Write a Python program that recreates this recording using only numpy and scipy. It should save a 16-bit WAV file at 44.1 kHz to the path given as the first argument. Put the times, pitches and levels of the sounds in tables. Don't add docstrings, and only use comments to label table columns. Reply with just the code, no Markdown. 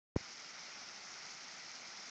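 import sys
import numpy as np
from scipy import signal
from scipy.fft import rfft, irfft, next_fast_len
from scipy.io import wavfile
from scipy.ndimage import uniform_filter1d, map_coordinates

SR = 44100
rng = np.random.default_rng(int(sys.argv[2]) if len(sys.argv) > 2 else 0)


def how_loud(loudness_db):
    steps = np.asarray(loudness_db, float) / 20
    return 10 ** steps


def store_pcm(level_fs):
    pcm = np.round(np.clip(level_fs, -1, 1) * 32767).astype(np.int16)
    wavfile.write(sys.argv[1], SR, np.atleast_2d(pcm).T)


N = 92610

# frequency_hz, level_db
MIC = [(5500, -9.5), (6500, -7.5), (7300, -13), (8050, -23), (8400, -24.5), (8900, -34.5), (9300, -65),
       (22000, -120)]


def unit(x):
    return x / np.sqrt(np.mean(x ** 2) + 1e-20)


def along(points, hz):
    f, v = np.transpose(points)
    return np.interp(np.log(hz + 1), np.log(f + 1), v)


def wobble(rate):
    knots = rng.standard_normal(int(N * rate / SR) + 4)
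    return map_coordinates(knots, [np.arange(N) * rate / SR])


def filtered(x, response):
    m = next_fast_len(N + SR // 2)
    return irfft(rfft(x, m) * response(np.fft.rfftfreq(m, 1 / SR)), m)[..., :N]


def force(s, db, up_ms, down_ms):
    ms = np.arange(N) / SR * 1000 - s * 1000
    return how_loud(db) * np.exp(np.minimum(ms / up_ms, -ms / down_ms))


def finger():
    # peak_s, level_db, build_up_ms, let_go_ms
    pushes = [
        (.1581, -39, .03, .5),
        (.16132, -22, .9, .3),
        (.16335, -14.3, .7, .9),
    ]
    # peak_s, level_db, build_up_ms, let_go_ms
    rebounds = [
        (.162, -27.5, .3, .35),
        (.1658, -29, 1, 1),
    ]
    # peak_s, level_db, build_up_ms, let_go_ms
    release = (.2088, -43.5, .3, .7)
    pad_hz, case_hz, case_damp = 3500, 78, .72

    tick, *presses = [force(*p) for p in pushes]
    backward = sum(force(*p) for p in [*rebounds, release])
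    press = filtered(sum(presses) - backward, lambda hz: 1 / (1 + (hz / pad_hz) ** 2))

    def casing(hz):
        return -hz * hz / (case_hz ** 2 - hz * hz + 2j * case_damp * case_hz * hz)

    return filtered(tick + press, casing)


def rush(shape_db, patchy_db):
    z = signal.stft(rng.standard_normal(N), nperseg=256)[2]
    field = uniform_filter1d(rng.standard_normal(z.shape), size=5, axis=0)
    field = uniform_filter1d(field, size=8, axis=1)
    x = signal.istft(z * how_loud(patchy_db * unit(field)), nperseg=256)[1][:N]
    return unit(filtered(x, lambda hz: how_loud(shape_db(hz))))


def hollow_db(hz):
    # centre_hz, width_hz, lift_db
    hollow = [(1340, 330, 7.5), (2120, 626, 8), (5424, 1390, 12)]
    return sum(db * np.exp(-.5 * ((hz - c) / (w / 2)) ** 2) for c, w, db in hollow)


def cliff_roar(flow_db, mean_db, surge_db):
    # frequency_hz, density_db
    spectrum = [(20, -28.5), (60, -26), (200, -8), (480, -12), (800, -5), (1100, -11), (3300, -10),
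                (9000, -22)]
    roar = rush(lambda hz: along(spectrum, hz) + hollow_db(hz) + along(MIC, hz), patchy_db=0.98)
    return roar * how_loud(2 + mean_db + 0.49 * (flow_db - mean_db) + surge_db)


def spray_hiss(flow_db, surge_db):
    centre_hz, width_log = 5390, 0.24

    def shape_db(hz):
        return -4.3 * (np.log((hz + 1) / centre_hz) / width_log) ** 2 + along(MIC, hz)

    spray = rush(shape_db, patchy_db=-2.0)
    return spray * how_loud(-6.5 + flow_db + surge_db + 1.9 * wobble(60))


def grains(s, db, hz, cycles):
    k = np.arange(160)
    u = k / SR * hz[:, None]
    wave = how_loud(db)[:, None] * np.sin(2 * np.pi * u) * np.exp(-u / cycles) * (1 - np.exp(-2 * u))
    places = (s * SR).astype(int)[:, None] + k
    return np.bincount(places.ravel(), wave.ravel(), N + SR)[:N]


def drops_on_stone(flow_db):
    # start_s, peak_db, pitch_hz
    splats = [(.298, -45, 2200), (.4218, -40, 5200), (.4459, -37, 5000), (.5941, -40, 5200),
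              (.8876, -38, 5500), (.962, -39, 5300), (1.0412, -45, 2100), (1.0645, -40, 5600),
              (1.258, -44, 1400), (1.3078, -38, 5300), (1.5147, -39, 5300), (1.6925, -45, 2200),
              (1.7161, -35, 6000), (1.7547, -35, 5500), (1.9734, -37, 5100)]
    rate_per_s, centre_hz, spread_log, scatter_db = 800, 5200, .13, 3.3

    c = rng.random((int(rate_per_s * N / SR), 4))
    hz = np.clip(centre_hz * np.exp(spread_log * 2.5 * (c[:, 1] + c[:, 2] - 1)), 300, 9000)
    db = -scatter_db * np.log(1 - c[:, 3] * .99)
    small = unit(grains(c[:, 0] * N / SR, db, hz, cycles=3)) * how_loud(-6 + flow_db)
    start_s, peak_db, pitch_hz = np.transpose(splats)
    large = grains(start_s, peak_db + 3, pitch_hz, cycles=3)
    return filtered(small + large, lambda hz: how_loud(along(MIC, hz) - MIC[0][1]))


def waterfall():
    # time_s, flow_db
    flow = [(0.17, -55), (0.374, -55.5), (0.432, -54.5), (1.152, -54), (1.324, -52), (1.33, -53.5),
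            (1.738, -55), (1.75, -52.5), (1.84, -55), (2.1, -53.5)]
    s, db = np.transpose(flow)
    flow_db = np.interp(np.arange(N) / SR, s, db)
    surge_db = 0.23 * wobble(9)
    roar = cliff_roar(flow_db, db.mean(), surge_db)
    return roar + spray_hiss(flow_db, surge_db) + drops_on_stone(flow_db)


def scene():
    start_s, fade_s = .1595, .004
    t = np.arange(N) / SR
    water = waterfall() * np.clip((t - start_s) / fade_s, 0, 1)
    return (finger() + water)[None]


def top_cut(x):
    return signal.sosfilt(signal.butter(12, 8930, fs=SR, output="sos"), x)


def record(dry):
    open_s, close_s = .1578, .003
    t = np.arange(N) / SR
    mix = dry * (t > open_s) * np.clip((N / SR - t) / close_s, 0, 1)
    return top_cut(mix)


dry = scene()
out = record(dry)
store_pcm(out)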